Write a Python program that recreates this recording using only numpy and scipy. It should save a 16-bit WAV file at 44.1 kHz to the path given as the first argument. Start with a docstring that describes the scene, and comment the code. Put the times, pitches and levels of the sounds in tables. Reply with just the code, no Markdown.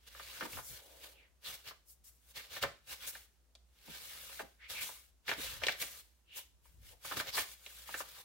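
"""Sliding paper: skin and sheets of a handmade book rub together, and dense random slips give hiss and crinkle.
Stiff sheets buckle with snaps, short falling bending waves each followed by a rattle of filtered noise.
Narrow swishes are rustle through a gliding resonance; dull pushes of pages and air are swells of band noise.
Desk resonances colour the blows, a small quiet room adds reflections, and a faint mains hum lies under it all."""
import sys
import numpy as np
from scipy import signal
from scipy.fft import rfft, irfft, next_fast_len
from scipy.io import wavfile
from scipy.ndimage import uniform_filter1d

SR = 44100
rng = np.random.default_rng(int(sys.argv[2]) if len(sys.argv) > 2 else 0)


def transcribe(signal):
    """Save signal, clipped to [-1, 1], as a 16-bit WAV file at the path in sys.argv[1]."""
    frames = np.atleast_2d(signal).T
    limited = np.clip(frames, -1, 1)
    pcm = np.round(limited * 32767).astype(np.int16)
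    wavfile.write(sys.argv[1], SR, pcm)


N = 363636
T = np.arange(N) / SR  # s

# Levels in the event tables are those at the source, ahead of the desk and room.
# Steady slides of a page or palm: [start t/s, rise t/s, length t/s, hiss level/dB, rustle level/dB,
# level change over the slide/dB]
GLIDES = [(0.189, 0.083, 0.27, -59, -54.5, 5), (0.536, 0.041, 0.069, -46.5, -50.5, -7),
          (0.731, 0.063, 0.062, -58.5, -55.5, 0), (0.832, 0.026, 0.3, -63.5, -65.5, 1),
          (1.454, 0.015, 0.096, -52, -50, 2), (2.044, 0.0039, 0.049, -61, -75, 5),
          (2.29, 0.058, 0.022, -65, -69.5, 5), (2.362, 0.0085, 0.11, -53, -46.5, -14.5),
          (2.526, 0.021, 0.058, -56, -46.5, 1), (2.904, .02, 0.031, -49, -47.5, 3),
          (3.029, 0.02, 0.057, -53, -48, -3.5), (3.132, 0.014, 0.12, -52, -55, -13.5),
          (3.949, 0.072, 0.031, -53.5, -50, -4), (4.039, 0.091, 0.38, -52.5, -53, -1.5),
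          (4.702, .008, 0.087, -47, -46, -3), (4.865, .03, 0.23, -45, -49, -27.5),
          (5.283, 0.011, 0.056, -57, -41, -5), (5.42, 0.032, 0.16, -44, -41.5, -10.5),
          (5.664, 0.046, 0.06, -71.5, -45, 1.5), (5.816, 0.034, 0.19, -48.5, -51.5, -7),
          (6.38, 0.018, 0.062, -42, -47, -28), (6.659, 0.023, 0.16, -67, -72.5, -13),
          (6.866, 0.037, 0.063, -60.5, -62, 0), (7.053, .016, 0.095, -48, -47, -2.5),
          (7.17, 0.0076, 0.038, -43.5, -39, -1.5), (7.467, 0.017, 0.072, -55.5, -59, 2.5),
          (7.66, 0.067, 0.18, -59, -61.5, 4), (7.877, 0.02, 0.14, -53.5, -53.5, 3),
          (8.063, .02, 0.15, -59, -59.5, 3)]
# Quick brushes that speed up and slow again: [peak t/s, swell t/s, hiss level/dB, rustle level/dB]
BRUSHES = [(0.08, 0.0083, -60, -54), (.695, 0.042, -46.5, -80), (1.047, 0.021, -57, -53),
           (1.906, .02, -55, -77), (2.631, 0.0073, -42, -35), (1.682, 0.017, -55, -46),
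           (3.085, 0.015, -39, -50.5), (4.829, 0.015, -40.5, -42.5), (5.82, 0.012, -38.5, -38.5),
           (7.287, 0.013, -68, -41), (7.388, 0.027, -36, -36.5), (7.991, 0.014, -42, -55)]
# Power spectrum of the fibre hiss: [f/Hz, relative level/dB per Hz]
FIBRES = [(300, -21), (600, -10), (1000, -22.5), (3000, -9.5), (6000, 3.5), (9500, 5), (15500, 5)]
# Power spectrum of the rustling sheet: [f/Hz, relative level/dB per Hz]
SHEET = [(280, -22), (500, -8), (640, -7.5), (900, -10.5), (1250, -5.5), (2200, -3), (3700, -1), (5200, -6),
         (9000, -16.5), (16000, -11.5)]
# Sheets that buckle, flick or land: [t/s, nominal level/dB (pops below STIFF_HZ are weaker), nominal f/Hz]
SNAPS = [(.149, -46, 1320), (.197, -41.5, 1390), (.409, -31, 1390), (.425, -37.5, 1487), (.453, -40, 1110),
         (.531, -41, 2430), (.571, -38.5, 1220), (.587, -38.5, 1210), (1.71, -44, 1220), (2.565, -38, 1570),
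         (2.627, -27, 3600), (2.6355, -23.5, 1530), (2.641, -33, 630), (3.152, -42.5, 1720),
         (3.552, -47.5, 3970), (3.88, -53.5, 820), (4.295, -50, 1090), (4.394, -36, 1610),
         (4.399, -35, 610), (4.891, -46, 950), (5.281, -31.5, 1960), (5.292, -26, 2320), (5.315, -26, 1600),
         (5.618, -39, 1430), (5.622, -39, 670), (5.636, -24.5, 2430), (5.6675, -22.5, 3550),
         (5.684, -21, 2030), (5.825, -32.5, 2370), (6.388, -53, 950), (6.655, -60.5, 1105),
         (7.049, -43, 1106), (7.112, -35.5, 1400), (7.12, -32.5, 1240), (7.169, -35, 1370),
         (7.2, -28.5, 1450), (7.373, -32, 1610), (7.378, -31.5, 1100), (7.382, -28.5, 1880),
         (7.389, -44, 1830), (7.663, -38.5, 3000), (7.89, -41.5, 1005), (7.942, -32.5, 1570),
         (8.004, -34.5, 1176)]
# Narrow swishes of a sheet or fingertip: [peak t/s, level/dB, f/Hz at the peak, length t/s, glide/octaves per s]
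SWISHES = [(1.47, -47.5, 3650, 0.056, -9), (1.208, -65.5, 2380, 0.16, -4), (4.646, -54, 2120, 0.089, 5),
           (4.795, -45, 2390, 0.11, 0), (6.363, -54.5, 2880, .14, .6), (6.866, -74, 1830, 0.09, -4),
           (7.348, -41.5, 4600, 0.05, -7)]
# Dull pushes of pages, air and palms: [peak t/s, level/dB, f/Hz, length t/s]
PUSHES = [(.445, -49, 294, 0.079), (.57, -51.5, 89, 0.089), (.72, -57, 84, 0.079), (.93, -69, 490, 0.6),
          (2.652, -47.5, 96, 0.064), (3.895, -55, 178, 0.042), (4.444, -57, 250, 0.042),
          (5.392, -52.5, 260, 0.039), (5.56, -58, 55, 0.37), (6.829, -62, 55.6, 0.28),
          (6.935, -68.5, 560, 0.054), (7.18, -49, 182, 0.067)]
# Resonances of the book and desk: [f/Hz, width f/Hz, lift level/dB]
BODY = [(647, 110, 7.5), (1790, 45, 5), (2360, 60, 4.5)]
# Reverberation time of the room: [f/Hz, time to fall by 60 dB t/s]
ROOM = [(150, 0.41), (600, 0.29), (2800, 0.34), (7300, 0.36), (15000, 0.25)]
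# Left-right correlation of the microphone pair: [f/Hz, correlation from 0 to 1]
LIKENESS = [(100, 0.49), (600, 0.56), (2000, 0.25), (8000, .05)]
# Power spectrum of the quiet room: [f/Hz, relative level/dB per Hz]
QUIET = [(20, -25), (70, -9.5), (220, -15), (2200, -26), (7000, -26), (15500, -31)]

LET_GO_S, RISE_SHAPE = 0.013, 1.12  # decay time of a slide; exponent 1 is a pointed start, 2 a round one
SETTLE_DB, SETTLE_S = -11.5, 0.091  # the paper creeps on: level relative to the slide's end, decay time
BRUSH_SHAPE = 1.84  # exponent: 1 is a pointed swell, 2 a round one
RATTLE_S, STIFF_HZ = 0.014, 1700  # longest rattle decay; creases above STIFF_HZ die sooner
POP_CYCLES, POP_RISE_CYCLES = 2.8, 0.7  # decay and rise of a pop, in cycles of its nominal pitch
POP_SAG = 0.6  # fall of the pop's pitch, as a share of the nominal pitch
EDGE_HZ = 15950  # upper edge of the output band


def sliding(rumble_db=-21, rumble_hz=85, rumble_spread=2.5, grip_db=1.04, patchy_db=3.5):
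    """Dry friction: slips too dense to tell apart make hiss, rustle and a low rumble of the page block."""
    crinkles = amp(-4) * grains(SHEET, per_s=500)  # tiny creases give way
    hiss_strength, rustle_strength = friction()
    grip = amp(grip_db * wander(rate_hz=79))  # the friction catches and lets go
    balance = amp(np.array([[1], [-1]]) * 1.0)  # hiss 1 dB up on the left, 1 dB down on the right
    hiss = flex(grains(FIBRES), patchy_db) * balance
    rustle = unit(flex(grains(SHEET), patchy_db) + crinkles)
    block = band(pair(rng.standard_normal((2, N))), rumble_hz, rumble_spread)
    block = unit(band(block, rumble_hz, rumble_spread))
    sheet = rustle + amp(rumble_db) * block
    return grip * (hiss * hiss_strength + sheet * rustle_strength)


def friction():
    """Incoherent addition: the powers of all glides and brushes sum, for hiss and rustle separately."""
    strokes = []
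    for start, rise_s, length, hiss_db, rustle_db, change_db in GLIDES:
        strokes.append((glide(start, rise_s, length, change_db), hiss_db, rustle_db))
    for peak, swell_s, hiss_db, rustle_db in BRUSHES:
        strokes.append((brush(peak, swell_s), hiss_db, rustle_db))
    powers = (np.outer(amp([hiss, rustle]) ** 2, shape ** 2) for shape, hiss, rustle in strokes)
    return np.sqrt(sum(powers))


def glide(start, rise_s, length, change_db):
    """Sustained excitation: a slide takes hold, runs on as its pressure changes, lets go and settles."""
    before = np.maximum(start - T, 0)
    after = np.maximum(T - start - length, 0)
    rise = np.exp(-(before / rise_s) ** RISE_SHAPE)
    pressure = amp(change_db * np.clip((T - start) / length, 0, 1))
    creep = amp(SETTLE_DB) * np.exp(-after / SETTLE_S)
    release = np.maximum(np.exp(-after / LET_GO_S), creep)
    return rise * pressure * release


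def brush(peak, swell_s):
    """Speed-dependent friction: a brush swells and fades evenly about its fastest moment."""
    return np.exp(-(abs(T - peak) / swell_s) ** BRUSH_SHAPE / 2)


def grains(spectrum, per_s=9000):
    """Stick-slip: random clicks, per_s a second on average, make a shaped crackle of rms 1."""
    size = amp(2 * np.minimum(rng.exponential(1, (2, N)), 3))  # 0 to 6 dB
    slips = rng.random((2, N)) < per_s / SR
    clicks = rng.choice([-1., 1.], (2, N)) * size * slips
    return unit(colour(pair(clicks), lambda f: amp(read(spectrum, f))))


def flex(x, patchy_db):
    """Varying radiation: bending recolours a sheet in patches near 400 Hz by 30 ms, less in the treble."""
    hz, _, z = signal.stft(x, SR, nperseg=512)
    patches = rng.standard_normal(z.shape[1:])
    patches = uniform_filter1d(patches, size=5, axis=0)  # over frequency
    patches = unit(uniform_filter1d(patches, size=5, axis=1))  # over time
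    depth_db = patchy_db / np.sqrt(1 + hz[:, None] / 4000)
    return unit(signal.istft(z * amp(depth_db * patches))[1][:, :N])


def snaps(spread=1.66, rattle=0.43, crack=0.1, tick=0.18, thud=0.15):
    """Buckling: each sheet flips with one sharp pop, then its wrinkles rattle and die away."""
    out, t = np.zeros((2, N)), np.arange(SR // 8) / SR
    for s, db, hz in SNAPS:
        rattle_s = RATTLE_S * min(STIFF_HZ / hz, 1)
        chance = pair(rng.standard_normal((2, len(t))))
        # small, stiff creases also tick, for half as long as they pop
        split = tick * hz / STIFF_HZ * chance * np.exp(-t * hz / POP_CYCLES * 2)
        wrinkles = band(chance, hz, spread)
        wrinkles = unit(band(wrinkles, hz, spread) + crack * wrinkles)
        pad = band(rng.standard_normal(len(t)), 490, 1.6)  # the pages below answer dully
        pad = unit(band(pad, 710, 7.4))
        envelope = np.exp(-t / rattle_s) * (1 - np.exp(-10 * t / rattle_s))
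        tail = (rattle * wrinkles + thud * pad) * envelope
        snap = pop(hz, t) * np.sqrt(min(hz / STIFF_HZ, 1))  # a limp landing pops less
        add(out, s, amp(db) * (snap + split + tail))
    return out


def pop(hz, t):
    """Dispersion of bending waves: the pitch falls over a few cycles, under a shorter overtone."""
    overtone, overtone_db = 2.1, -7  # frequency ratio, relative level
    fade = np.exp(-t * hz / POP_CYCLES)
    swell = (1 - np.exp(-t * hz / POP_RISE_CYCLES)) * fade
    phase = 2 * np.pi * np.cumsum(hz * (1 + POP_SAG * (fade - .5))) / SR
    skew = rng.uniform(-1, 1, (2, 1))  # each microphone catches the wave at another point
    fundamental = np.sin(phase + skew)
    upper = amp(overtone_db) * np.sqrt(fade) * np.sin(overtone * phase + 2 * skew)
    return swell / swell.max() * (fundamental + upper)


def swishes():
    """Resonance: rustle excites one mode of the sheet, which glides as the free length of paper changes."""
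    width = .18  # of the resonance, as a share of its pitch
    out, rustle = np.zeros((2, N)), grains(SHEET)
    for s, db, hz, length, octaves_per_s in SWISHES:
        swell = np.hanning(int(2 * length * SR)) ** 2
        t = np.arange(len(swell)) / SR - length  # zero at the peak
        turn = np.exp(2j * np.pi * np.cumsum(hz * 2 ** (octaves_per_s * t)) / SR)
        slips = rustle[:, round(s * SR):][:, :len(t)]
        # shift the gliding pitch to zero, filter there, then shift back
        pole = np.exp(-np.pi * width * hz / SR)
        ring = signal.lfilter([1], [1, -pole], slips / turn)
        add(out, s - length, amp(db) * swell * unit((ring * turn).real))
    return out


def pushes(spread=1.65):
    """Displaced air and soft impact: smooth swells of noise, each in one broad resonance."""
    out = np.zeros((2, N))
    for s, db, hz, length in PUSHES:
        air = band(pair(rng.standard_normal((2, 2 * SR))), hz, spread)
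        air = unit(band(air, hz, spread))
        swell = np.hanning(int(min(2 * length, 1.5) * SR)) ** 2
        add(out, s - len(swell) / SR / 2, amp(db) * swell * air[:, -len(swell):])
    return out


def desk(x):
    """Modal response: the book and desk ring briefly at their own resonances, added to the direct sound."""
    out = x.copy()
    for hz, width, db in BODY:
        b, a = signal.iirpeak(hz, hz / width, SR)
        out += (amp(db) - 1) * signal.lfilter(b, a, x)
    return out


def room(x, early_db=-9, tail_db=-11, early_s=0.0034):
    """Reflection and reverberation: close surfaces scatter the sound, then a short tail decays by band."""
    t = np.arange(SR // 2) / SR
    shape = (2, len(t))
    taps = rng.choice([-1., 1.], shape) * (rng.random(shape) < 4000 / SR)  # 4000 echoes a second on average
    early = pair(taps * (t > .0015) * np.exp(-t / early_s))
    hz, at, z = signal.stft(rng.standard_normal(shape) * (t > .006), SR, nperseg=256)
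    decay = amp(-60 * at / read(ROOM, hz)[:, None])
    tail = pair(signal.istft(z * decay, SR, nperseg=256)[1][:, :len(t)])
    response = (amp(early_db) * unit(early) + amp(tail_db) * unit(tail)) / np.sqrt(len(t))
    return x + signal.fftconvolve(x, response, axes=1)[:, :N]


def background(hum_db=-73, drone_db=-73, quiet_db=-77):
    """Interference: a steady mains hum beats against a narrow-band drone in faint room noise."""
    hum_hz = 59.3
    hum = np.sqrt(2) * np.sin(2 * np.pi * hum_hz * T)
    drone = band(pair(rng.standard_normal((2, N))), hum_hz, 1.15)
    drone = unit(band(drone, hum_hz, 1.15))
    return amp(hum_db) * hum + amp(drone_db) * drone + amp(quiet_db) * noise(QUIET)


def noise(spectrum):
    """Random noise: rms 1 with the given power spectrum, as the microphone pair hears it."""
    return unit(colour(pair(rng.standard_normal((2, N))), lambda f: amp(read(spectrum, f))))


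def pair(x):
    """Spatial correlation: two unrelated signals become a pair, more alike in the bass than in the treble."""
    def likeness(f):
        return np.clip(read(LIKENESS, f), -1, 1)
    mid = colour(x[0], lambda f: np.sqrt((1 + likeness(f)) / 2))
    side = colour(x[1], lambda f: np.sqrt((1 - likeness(f)) / 2))
    return np.array([mid + side, mid - side])


def wander(rate_hz):
    """Slow random fluctuation: low-passed noise of rms 1."""
    return unit(colour(rng.standard_normal(N), lambda f: np.exp(-(f / rate_hz) ** 2)))


def band(x, hz, spread):
    """Band-pass resonance: a broad passband from hz / spread to hz * spread."""
    spread = max(spread, 1.05)
    edges = [hz / spread, min(hz * spread, .45 * SR)]
    return signal.sosfilt(signal.butter(1, edges, "band", fs=SR, output="sos"), x)


def colour(x, gain):
    """Linear filtering: multiplies the spectrum of x by a gain given as a function of frequency."""
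    size = next_fast_len(x.shape[-1] + 2048)
    spectrum = rfft(x, size) * gain(np.fft.rfftfreq(size, 1 / SR))
    return irfft(spectrum, size)[..., :x.shape[-1]]


def read(points, hz):
    """Logarithmic frequency scale: interpolates a table of values over log frequency."""
    f, value = np.transpose(points)
    return np.interp(np.log(hz + 1), np.log(f), value)


def amp(db):
    """Decibel law: converts a level to an amplitude gain."""
    return 10 ** (np.asarray(db) / 20)


def unit(x):
    """Normalisation: scales to an rms of 1."""
    return x / np.sqrt(np.mean(x ** 2) + 1e-20)


def add(mix, s, sound):
    """Superposition: adds a sound to the mix at s seconds."""
    part = mix[..., max(round(s * SR), 0):][..., :sound.shape[-1]]
    part += sound[..., :part.shape[-1]]


def scene():
    """Superposition: sliding, snapping and swishing paper sound in the room, over the background."""
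    blows = desk(snaps() + pushes())  # only blows reach the desk
    return room(sliding() + blows + swishes()) + background()


def record(dry):
    """Band limitation: a linear-phase low-pass removes what lies above EDGE_HZ."""
    low_pass = signal.firwin(511, EDGE_HZ, window=("kaiser", 9), fs=SR)
    return signal.oaconvolve(dry, low_pass[None], "same")


dry = scene()
out = record(dry)
transcribe(out)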